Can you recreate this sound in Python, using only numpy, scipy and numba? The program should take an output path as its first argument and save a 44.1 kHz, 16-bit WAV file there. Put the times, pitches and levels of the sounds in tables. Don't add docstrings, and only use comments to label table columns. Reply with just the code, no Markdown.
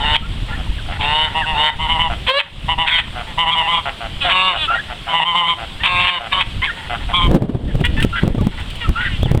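import sys
import numpy as np
from scipy import signal
from scipy.fft import rfft, irfft, next_fast_len
from scipy.io import wavfile
from scipy.ndimage import uniform_filter1d
from numba import njit

SR = 44100
rng = np.random.default_rng(int(sys.argv[2]) if len(sys.argv) > 2 else 0)


def wav_out(sig):
    wavfile.write(sys.argv[1], SR, np.round(np.clip(np.atleast_2d(sig).T, -1, 1) * 32767).astype(np.int16))


def how_loud(loudness_db):
    steps = np.asarray(loudness_db, float) / 20
    return 10 ** steps


N = 414540


def evened(x):
    return x / np.sqrt(np.mean(x ** 2) + 1e-20)


def read(points, hz):
    f, value = np.transpose(points)
    return np.interp(np.log(hz + 1), np.log(f + 1), value)


def add(mix, s, sound):
    part = mix[max(round(s * SR), 0):][:len(sound)]
    part += sound[:len(part)]


def coloured(x, points):
    size = next_fast_len(len(x))
    gain = how_loud(read(points, np.fft.rfftfreq(size, 1 / SR)))
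    return irfft(rfft(x, size) * gain, size)[:len(x)]


def resonate(x, hz, width):
    turn = np.exp(2j * np.pi * np.cumsum(hz * np.ones(len(x))) / SR)
    r = np.exp(-np.pi * width / SR)
    return 2 * (turn * signal.lfilter([(1 - r) ** 2], np.poly([r, r]), x / turn)).real


def wander(size, seconds):
    span = int(seconds * SR)
    return evened(uniform_filter1d(uniform_filter1d(rng.standard_normal(size), span), span))


# (frequency [Hz], level [dB])
YARD_COLOUR = [(100, 4.5), (300, -5.5), (700, -6.5), (1500, -10.5), (3000, -4.5), (8000, -8), (16000, -9.5)]


def yard():
    hz = np.fft.rfftfreq(512, 1 / SR)
    real, imaginary, patches = rng.standard_normal((N // 128 + 5, 257, 3)).T
    patches = evened(uniform_filter1d(uniform_filter1d(patches, 6, 0), 14, 1))
    spectrum = (real + 1j * imaginary) * how_loud(read(YARD_COLOUR, hz)[:, None] + 1.3 * patches)
    hush = evened(signal.istft(spectrum, nperseg=512, noverlap=384)[1][:N])
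    drops = (rng.random(N) < 120 / SR) * how_loud(3.5 * np.minimum(rng.exponential(1, N), 4))
    kind, u, drips = rng.integers(0, 12, N), np.arange(600) / SR, np.zeros(N)
    for k, f in enumerate(np.geomspace(900, 3600, 12)):
        chirp = np.sin(2 * np.pi * f * u * (1 + 8 * u))
        drip = chirp * np.exp(-u * f / 4) * np.minimum(u / 0.00022, 1)
        drips += signal.oaconvolve(drops * (kind == k), drip)[:N]
    return how_loud(-32.5) * (hush + how_loud(-19.0) * evened(drips))


# (time [s], level [dB])
WIND_LEVEL = [(0.0, -23), (1.69, -31.5), (2.129, -20.5), (2.34, -39.5), (2.712, -24.5), (3.982, -42),
              (4.07, -30), (5.48, -41.5), (6.059, -24), (6.12, -43), (6.59, -25), (6.76, -45),
              (6.92, -30.5), (7.17, -22.5), (7.25, -12.5), (7.364, -5), (7.451, -6.5), (7.66, -13),
              (7.72, -13.5), (8.07, -17.5), (8.191, -34), (8.24, -8), (8.33, -15.5), (8.411, -11.5),
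              (8.5, -22), (8.83, -32.5), (8.892, -13.5), (8.961, -28), (9.19, -21.5), (9.38, -10.5)]
# (time of the crest [s], level of the swing [dB], frequency of the swing [Hz])
BUFFETS = [(7.28, -5, 104), (7.296, -4, 137), (7.34, -2, 221), (7.349, 7, 263), (7.365, 22, 251),
           (7.373, -6, 302), (7.38, 5, 203), (7.496, 5, 238), (7.422, 13.5, 120.6), (7.549, 6.5, 129),
           (7.752, -4.5, 135), (7.813, -1, 153), (8.049, -5, 218), (8.236, -2, 134), (8.279, 0.5, 150),
           (8.349, -8.5, 200), (8.382, -5, 114), (8.416, -6.5, 192), (8.47, -2.5, 198), (8.897, -15, 78.4),
           (9.062, -22, 78.5), (9.232, -5, 86.5), (9.259, -4, 113), (9.316, -2.5, 135), (9.349, 2.5, 113),
           (9.376, 2.5, 81)]
# (frequency [Hz], level [dB])
RUMBLE_COLOUR = [(15, -3), (40, 1.5), (100, -7), (170, -13), (300, -23), (500, -48)]
# (frequency [Hz], level [dB])
ROAR_COLOUR = [(60, -17), (150, -1), (300, -5), (600, -14), (1200, -29), (2500, -40)]


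def buffet(hz, t):
    swing = np.cos(2 * np.pi * hz * t) * np.exp(np.minimum(t * hz / .5, -t * hz / .9))
    snap = how_loud(-11) * np.exp(-(t / 0.00033) ** 2)
    puff = evened(coloured(rng.standard_normal(len(t)), ROAR_COLOUR))
    return swing + snap + how_loud(-8.5 - 60 * np.maximum(t, -4 * t) / 0.057) * puff


def wind():
    level_db = np.interp(np.arange(N) / SR, *np.transpose(WIND_LEVEL))
    rumble = evened(coloured(rng.standard_normal(N), RUMBLE_COLOUR) * how_loud(2.8 * wander(N, 0.015)))
    roar = evened(coloured(rng.standard_normal(N), ROAR_COLOUR) * how_loud(4.5 * wander(N, .01)))
    out = how_loud(level_db) * (rumble + how_loud(1.83 * (level_db + 8.5)) * roar)
    t = np.arange(-600, 2400) / SR
    for s, swing_db, hz in BUFFETS:
        add(out, s + t[0], how_loud(swing_db) * buffet(hz, t))
    return out


# (time [s], level that scales the burst [dB])
SPLASHES = [(3.986, -32), (7.8034, -16), (7.8517, -1), (8.002, -11.5), (8.025, -5), (8.038, -18),
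            (8.599, -20.5), (8.7025, -16.5), (8.7548, -16.5)]


def splashes():
    out, t = np.zeros(N), np.arange(3000) / SR
    for s, level_db in SPLASHES:
        hiss = np.diff(rng.standard_normal(len(t) + 1))
        burst = resonate(rng.standard_normal(len(t)), 2800, 1000) + 0.5 * hiss
        add(out, s, how_loud(level_db - 60 * t / 0.065) * np.minimum(t / 0.00039, 1) * burst)
    return out


def voice(hz, rough, bright_db, throat, stretch, middle_db=None, opening=None):
    turns = np.cumsum(hz * (1 + 0.022 * rough * wander(len(hz), 0.0034))) / SR
    k = np.arange(1, 70)[:, None]
    pulses = (np.cos(2 * np.pi * k * turns - .04 * k ** 2) * (k * hz < 11000)).sum(0)
    puffs = (4.5 + np.exp(-(turns % 1) / .5)) * rng.standard_normal(len(hz))
    drive = np.sqrt(1 - rough) * evened(pulses) + np.sqrt(rough) * evened(puffs)

    def ring(f, width, db):
        factor = stretch if f < 2300 or opening is None else opening if f < 3500 else 1
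        return how_loud(db + 1.6 * wander(len(hz), .018)) * resonate(drive, f * factor, width)

    rings = [(row[0], ring(*row)) for row in throat]
    bands = (0, 1250), (1250, 2300), (2300, 9000)  # Hz, by the resting resonance
    low, middle, high = (sum(x for f, x in rings if a <= f < b) for a, b in bands)
    if middle_db is not None:
        remainder = np.sqrt(1 - np.clip(how_loud(bright_db), 0, .97) ** 2)
        part = np.clip(how_loud(middle_db) / remainder, 0, .95)
        low, middle = np.sqrt(1 - part ** 2) * evened(low), part * evened(middle)
    share = np.clip(how_loud(bright_db), .05, .97)
    edge = how_loud(-14) * evened(resonate(drive, 8000, 4100))
    return np.sqrt(1 - share ** 2) * evened(low - middle) + share * (evened(high) + edge), turns


def call(s, t, effort_db, hz, bright_db, throat, clear, follow=0, chest_db=-22, middle_db=None, opening=1,
         hoarse_s=0.056):
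    rough = clear + .6 * np.exp(-(t / hoarse_s) ** 2) + (effort_db.max() - effort_db) / 80
    stretch = (hz / 163) ** follow
    sound, turns = voice(hz, np.clip(rough, 0, 1), bright_db, throat, stretch, middle_db, opening)
    sound = sound + how_loud(chest_db) * np.sin(2 * np.pi * turns)
    return s, how_loud(effort_db) * sound * signal.windows.tukey(len(t), min(0.005 * SR / len(t), 1))


def rasp(s, level_db, length, hz, throat, rough, bright_db=-9):
    u = np.linspace(0, 1, int(length * SR))
    sound = voice(hz * (1 - 0.0948 * u ** 2), rough + 0 * u, bright_db, throat, 0.93)[0]
    return s, how_loud(level_db - 0.39 * u) * sound * signal.windows.tukey(len(u), .4)


# (frequency [Hz], width [Hz], level [dB])
OPEN_THROAT = [(691, 270, -10), (948, 232, 4), (1560, 140, 2.5), (2050, 510, 2), (2950, 224, -2.5),
               (3667, 225, -5), (4140, 810, -17.5)]


def mutters(mix):
    for at, size, hz, length in rng.random((5 * N // SR, 4)):
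        seconds = np.interp(length, (0, 1), (.03, .08))
        pulse_hz = np.interp(hz, (0, 1), (110, 190))
        add(mix, *rasp(at * N / SR, -39 + 6 * size, seconds, pulse_hz, OPEN_THROAT, .4, -12))


# (time [s], starting level [dB], length [s], starting pulse rate [Hz])
DRAKES = [(0.875, -32.5, 0.06, 89.8), (2.091, -26, 0.059, 118), (3.144, -30.5, 0.089, 123.6),
          (3.849, -25, 0.058, 141.3), (3.997, -29.5, 0.087, 116.8), (4.526, -23, 0.056, 117.7),
          (4.693, -26, 0.0856, 117.1), (4.892, -31.5, 0.048, 125), (5.06, -28.5, 0.087, 115.4),
          (5.566, -31.5, 0.097, 117.2), (6.19, -28.5, .1, 117.7), (6.888, -26, 0.088, 120.6),
          (7.082, -30, 0.051, 119), (4.237, -21.5, .08, 180.5), (0.553, -37, 0.071, 111)]
# (frequency [Hz], width [Hz], level [dB])
DRAKE_THROAT = [(772, 200, 10), (1476, 480, 4), (2166, 57, 4), (2960, 1200, -9)]


def drakes(mix):
    for row in DRAKES:
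        add(mix, *rasp(*row, DRAKE_THROAT, .3))


# (time [s], starting level [dB], length [s], starting pulse rate [Hz])
SQUAWKS = [(8.15, -24, 0.056, 340), (8.995, -25, 0.0994, 210), (7.99, -34, 0.047, 49)]
# (frequency [Hz], width [Hz], level [dB])
SQUAWK_THROAT = [(1120, 970, -12), (1670, 210, 17.5), (2050, 300, 15), (3200, 1100, -3)]


def squawks(mix):
    for row in SQUAWKS:
        add(mix, *rasp(*row, SQUAWK_THROAT, .6))


# (time [s], starting level [dB], length [s], starting pulse rate [Hz])
CROAKS = [(0.142, -14.5, 0.03, 149.4), (0.999, -26.5, 0.065, 109.8), (2.262, -20, 0.062, 248.7),
          (2.388, -6.5, 0.029, 205), (2.868, -14, 0.038, 138.2), (2.981, -11.5, 0.027, 170.9),
          (4.292, -19, 0.047, 168), (5.83, -15.5, 0.059, 196.6), (5.99, -19, 0.085, 206),
          (6.066, -11, 0.043, 203.5), (6.407, -15.5, 0.022, 171.3), (6.636, -22.5, 0.032, 164)]
# (frequency [Hz], width [Hz], level [dB])
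CROAK_THROAT = [(970, 240, 3), (2063, 1400, -3), (2810, 480, 0), (3460, 1160, 1.5)]


def croaks(mix):
    for row in CROAKS:
        add(mix, *rasp(*row, CROAK_THROAT, .65, bright_db=-1.5))


# (time [s], length [s], level [dB], starting frequency [Hz], final frequency [Hz])
SQUEAKS = [(0.217, 0.052, -35, 1258, 1416), (0.498, 0.051, -35, 1340, 1440),
           (0.524, 0.039, -33.5, 1695, 1854), (0.78, 0.027, -37.5, 1800, 1380),
           (1.408, .05, -26.5, 2020, 1385), (4.672, 0.095, -19.5, 1300, 1412),
           (4.743, .045, -26.5, 1840, 1954), (4.781, 0.029, -25.5, 1580, 1790),
           (6.665, 0.049, -26, 1860, 1270), (6.693, 0.026, -26.5, 1745, 1900),
           (7.671, 0.055, -35.5, 1950, 1600), (8.028, 0.028, -35, 1313, 1330),
           (8.125, 0.04, -24.5, 1356, 1400), (8.385, 0.031, -32, 1204, 1110),
           (8.424, 0.026, -31.5, 816, 880), (8.84, 0.034, -27.5, 1380, 1260),
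           (8.949, 0.071, -24, 1314, 1490), (9.047, 0.029, -25, 2050, 1676),
           (9.221, 0.037, -33, 3335, 3650), (9.24, 0.038, -32.5, 3490, 2750)]


def squeaks(mix):
    for s, length, db, start_hz, end_hz in SQUEAKS:
        u = np.linspace(0, 1, int(length * SR))
        flutter = 1 + 0.04 * wander(len(u), 0.00049)
        turns = np.cumsum((start_hz + (end_hz - start_hz) * u) * flutter) / SR
        tone = np.sin(2 * np.pi * turns) + how_loud(-14.0) * np.sin(4 * np.pi * turns)
        add(mix, s, np.sqrt(2) * how_loud(db) * tone * signal.windows.tukey(len(u), .4))


# (time [s], length [s], effort [dB], starting pitch [Hz], final pitch [Hz])
HONKS = [(5.795, 0.055, -31, 863, 1030), (6.617, 0.036, -15.5, 985, 1130), (7.838, 0.034, -9, 468.5, 494),
         (7.965, 0.055, -23.5, 866, 914), (8.802, 0.0566, -28.5, 489, 448), (9.085, .1, -36.5, 382, 321)]
# (frequency [Hz], width [Hz], level [dB])
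HONK_THROAT = [(497, 250, -13), (1020, 470, -5), (1950, 680, 5.5), (2950, 680, -4.5), (3400, 510, -10.5)]


def honks(mix):
    rise_s, fall_s = 0.012, 0.037
    for s, length, effort_db, start_hz, end_hz in HONKS:
        t = np.arange(0, length, 1 / SR)
        ends = np.maximum(1 - t / rise_s, 0) + np.maximum(1 - (length - t) / fall_s, 0)
        hz = start_hz + (end_hz - start_hz) * t / length
        bright_db = -0.5 - 6 * np.log2(hz / 300)
        add(mix, *call(s, t, effort_db - 9.5 * ends, hz, bright_db, HONK_THROAT, .02,
                       chest_db=-40, hoarse_s=.018))


# (time [s], effort [dB], pitch [Hz])
GOOSE = [(2.275, -27, 495.6), (2.3, -7, 522), (2.335, -14.5, 547), (2.388, -7.5, 577), (2.4, -26, 596)]
# (frequency [Hz], width [Hz], level [dB])
GOOSE_THROAT = [(584, 180, 4.5), (1000, 210, 7), (1730, 1000, -3), (2380, 430, -8), (3130, 980, 9.5),
                (3880, 730, 10)]
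# (time [s], effort [dB], pitch [Hz])
CRIES = [
    [(4.205, -31, 284.5), (4.222, -20.5, 280), (4.26, -23, 268), (4.3, -36, 259)],
    [(4.555, -28, 317), (4.6, -24, 315), (4.632, -23, 309), (4.652, -23.5, 294), (4.675, -35, 273)],
]
# (frequency [Hz], width [Hz], level [dB])
CRY_THROAT = [(1240, 1200, 2), (1900, 310, -5), (2620, 240, -4), (2950, 310, -2), (3410, 340, -2),
              (3740, 360, -7)]


def cry(rows, throat, bright_db):
    s, effort_db, hz = np.transpose(rows)
    t = np.arange(s[0], s[-1], 1 / SR)
    return call(s[0], t - s[0], np.interp(t, s, effort_db), np.interp(t, s, hz), bright_db, throat, .02,
                chest_db=-40, hoarse_s=.025)


def goose_and_cries(mix):
    add(mix, *cry(GOOSE, GOOSE_THROAT, -4.0))
    for rows in CRIES:
        add(mix, *cry(rows, CRY_THROAT, -0.62))


# (time of the crest [s], fall [s], effort [dB], crest pitch [Hz], bill opening [ratio of resting resonances])
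CHUCKLES = [(1.378, 0.059, -19.5, 160.5, 0.97), (1.485, .07, -22.5, 158.4, .96),
            (1.821, 0.067, -22, 160.1, 1.03), (1.911, 0.086, -19, 164.5, 1.03),
            (2.014, 0.0827, -16.5, 167, 1.014), (2.716, 0.037, -16, 165.2, 1.01),
            (2.812, .06, -14, 165.2, 1), (3.41, 0.056, -13.5, 168.8, 1.02),
            (3.492, 0.025, -13.5, 165.8, 1.014), (3.531, 0.032, -16.5, 169.7, 1.13),
            (3.582, 0.057, -17.5, 163.7, 1.02), (3.621, 0.072, -22, 166, 0.957),
            (3.697, 0.11, -20.5, 170.6, 1.03), (3.74, 0.081, -21.5, 172, 1.146),
            (5.112, 0.034, -25.5, 168, 1.054), (5.161, 0.077, -14, 167, 1.005),
            (5.232, 0.017, -11, 160, 0.97), (5.277, .08, -15.5, 173.1, 1.057),
            (5.375, 0.085, -11.5, 175.9, 1.043), (5.462, 0.038, -17, 170.6, 1.046),
            (5.497, 0.053, -14.5, 171.6, 1.09), (7.165, 0.062, -14.5, 179, 1.14),
            (7.227, 0.067, -17.5, 175.5, 1.107)]
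# (frequency [Hz], width [Hz], level [dB])
SHUT_THROAT = [(958, 213, -2.5), (2028, 274, -3.5), (2913, 228, 5), (3526, 360, -7)]


def chuckle(s, fall, effort_db, hz, opening):
    rise = .04
    t = np.arange(-rise, fall, 1 / SR)
    sag = (t / np.where(t < 0, rise, fall)) ** 2
    arch = 1 - .075 * sag
    bright_db = -4 + 6.5 * (opening - 1)
    rough = np.clip(.08 + .05 * rng.uniform(-1, 1) + .2 * sag, 0, 1)
    sound, turns = voice(hz * arch, rough, bright_db - 9 * sag, SHUT_THROAT, opening * arch,
                         bright_db - 5 - 7 * sag, opening * arch)
    sound = sound + how_loud(-19) * np.sin(2 * np.pi * turns)
    return s + t[0], how_loud(effort_db - 6 * sag) * sound * signal.windows.tukey(len(t), .4)


def chuckles(mix):
    for row in CHUCKLES:
        add(mix, *chuckle(*row))


# (time [s], effort [dB], pitch [Hz], ring of the bill [Hz], share of the middle resonances [dB])
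QUACKS = [
    [(0.0, -24.5, 139.6, 3110, -9), (.06, -22, 147.5, 2820, -7), (.15, -18, 152.3, 2990, -11),
     (.185, -42, 154.5, 3050, -11)],
    [(.99, -33, 145.8, 2750, -20), (1.036, -22, 144, 2660, -11.5), (1.18, -19, 154.8, 2960, -10.5),
     (1.25, -17.5, 156.9, 2990, -9.5), (1.29, -30.5, 147, 3050, -2.5)],
    [(1.54, -26, 142.4, 2680, -9), (1.6, -16.5, 151, 2910, -13), (1.68, -10, 154, 3080, -4.5),
     (1.706, -20, 150.3, 2980, -6)],
    [(2.86, -21.5, 159.1, 3150, -3), (2.91, -16, 165.6, 3456, -2), (2.97, -13, 166.4, 3080, -0.5),
     (3.015, -26, 161, 3070, -1.5)],
    [(4.24, -36, 180.2, 3000, -8), (4.295, -25, 179.6, 2780, -2), (4.315, -16.5, 183.7, 2950, -6),
     (4.4, -9.5, 186.6, 2726, -12.5), (4.49, -13, 186.7, 2870, -10.5), (4.54, -20.5, 168.5, 2860, -7)],
    [(5.835, -38, 182.5, 2800, -7), (5.855, -13.5, 182.5, 2730, -8), (5.96, -15.5, 177.9, 2570, -10),
     (6.08, -15.5, 180, 2880, -5), (6.15, -16.5, 176.7, 3020, -8), (6.19, -22.5, 166, 2900, -9)],
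    [(6.312, -39, 187.8, 3050, -2), (6.328, -14.5, 189, 2950, -5), (6.37, -22, 184.7, 3050, -13.5),
     (6.415, -22, 184.8, 3100, -4), (6.445, -52, 172, 3170, -7)],
]


def quack(rows):
    s, *columns = np.transpose(rows)
    t = np.arange(s[0], s[-1], 1 / SR)
    effort_db, hz, ring_hz, middle_db = (np.interp(t, s, c) for c in columns)
    bright_db = -3 + 0.23 * (effort_db - effort_db.max())
    opening = ring_hz / 2950
    return call(s[0], t - s[0], effort_db, hz, bright_db, OPEN_THROAT, .1, .8, -22, middle_db, opening)


def quacks(mix):
    for rows in QUACKS:
        add(mix, *quack(rows))


def flock():
    voices = np.zeros(N)
    for source in (mutters, drakes, squawks, croaks, squeaks, honks, goose_and_cries, chuckles, quacks):
        source(voices)
    t = np.arange(SR // 4) / SR
    sparse = rng.standard_normal(len(t)) * (rng.random(len(t)) < .05)
    echoes = sparse * (t > .006) * how_loud(-60 * t / .3)
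    return voices + how_loud(-13) * signal.oaconvolve(voices, echoes / np.linalg.norm(echoes))[:N]


def scene():
    return (yard() + wind() + splashes() + flock())[None]


@njit
def stepped_gain(x, limit, lag, least_cut, frame, rise):
    out, gain, wait, peak = np.empty(len(x)), 1., -1, 0.
    for i in range(len(x)):
        out[i] = gain * x[i]
        if wait < 0 and abs(out[i]) > limit:
            wait, peak = lag, 0.
        if wait >= 0:
            peak = max(peak, abs(out[i]))
            if wait == 0:
                gain *= least_cut * np.sqrt(limit / peak)
            wait -= 1
        if i % frame == 0:
            gain = min(gain * rise, 1.)
    return out


def low_pass(x):
    return signal.sosfilt(signal.butter(12, 16970, fs=SR, output="sos"), x)


# (frequency [Hz], gain [dB])
MIC = [(20, 2.5), (2400, 3.5), (3300, 7.5), (4000, -2), (5000, -10.5), (6300, -18.5), (8200, -10),
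       (11000, -20.5), (15500, -29.5)]


def record(dry):
    heard = coloured(dry[0], MIC)
    held = stepped_gain(heard, limit=.6, lag=36, least_cut=how_loud(-1.0), frame=round(.032 * SR), rise=how_loud(1.8))
    mix = np.clip(held, -1, 1)[None]
    return low_pass(mix)


dry = scene()
out = record(dry)
wav_out(out)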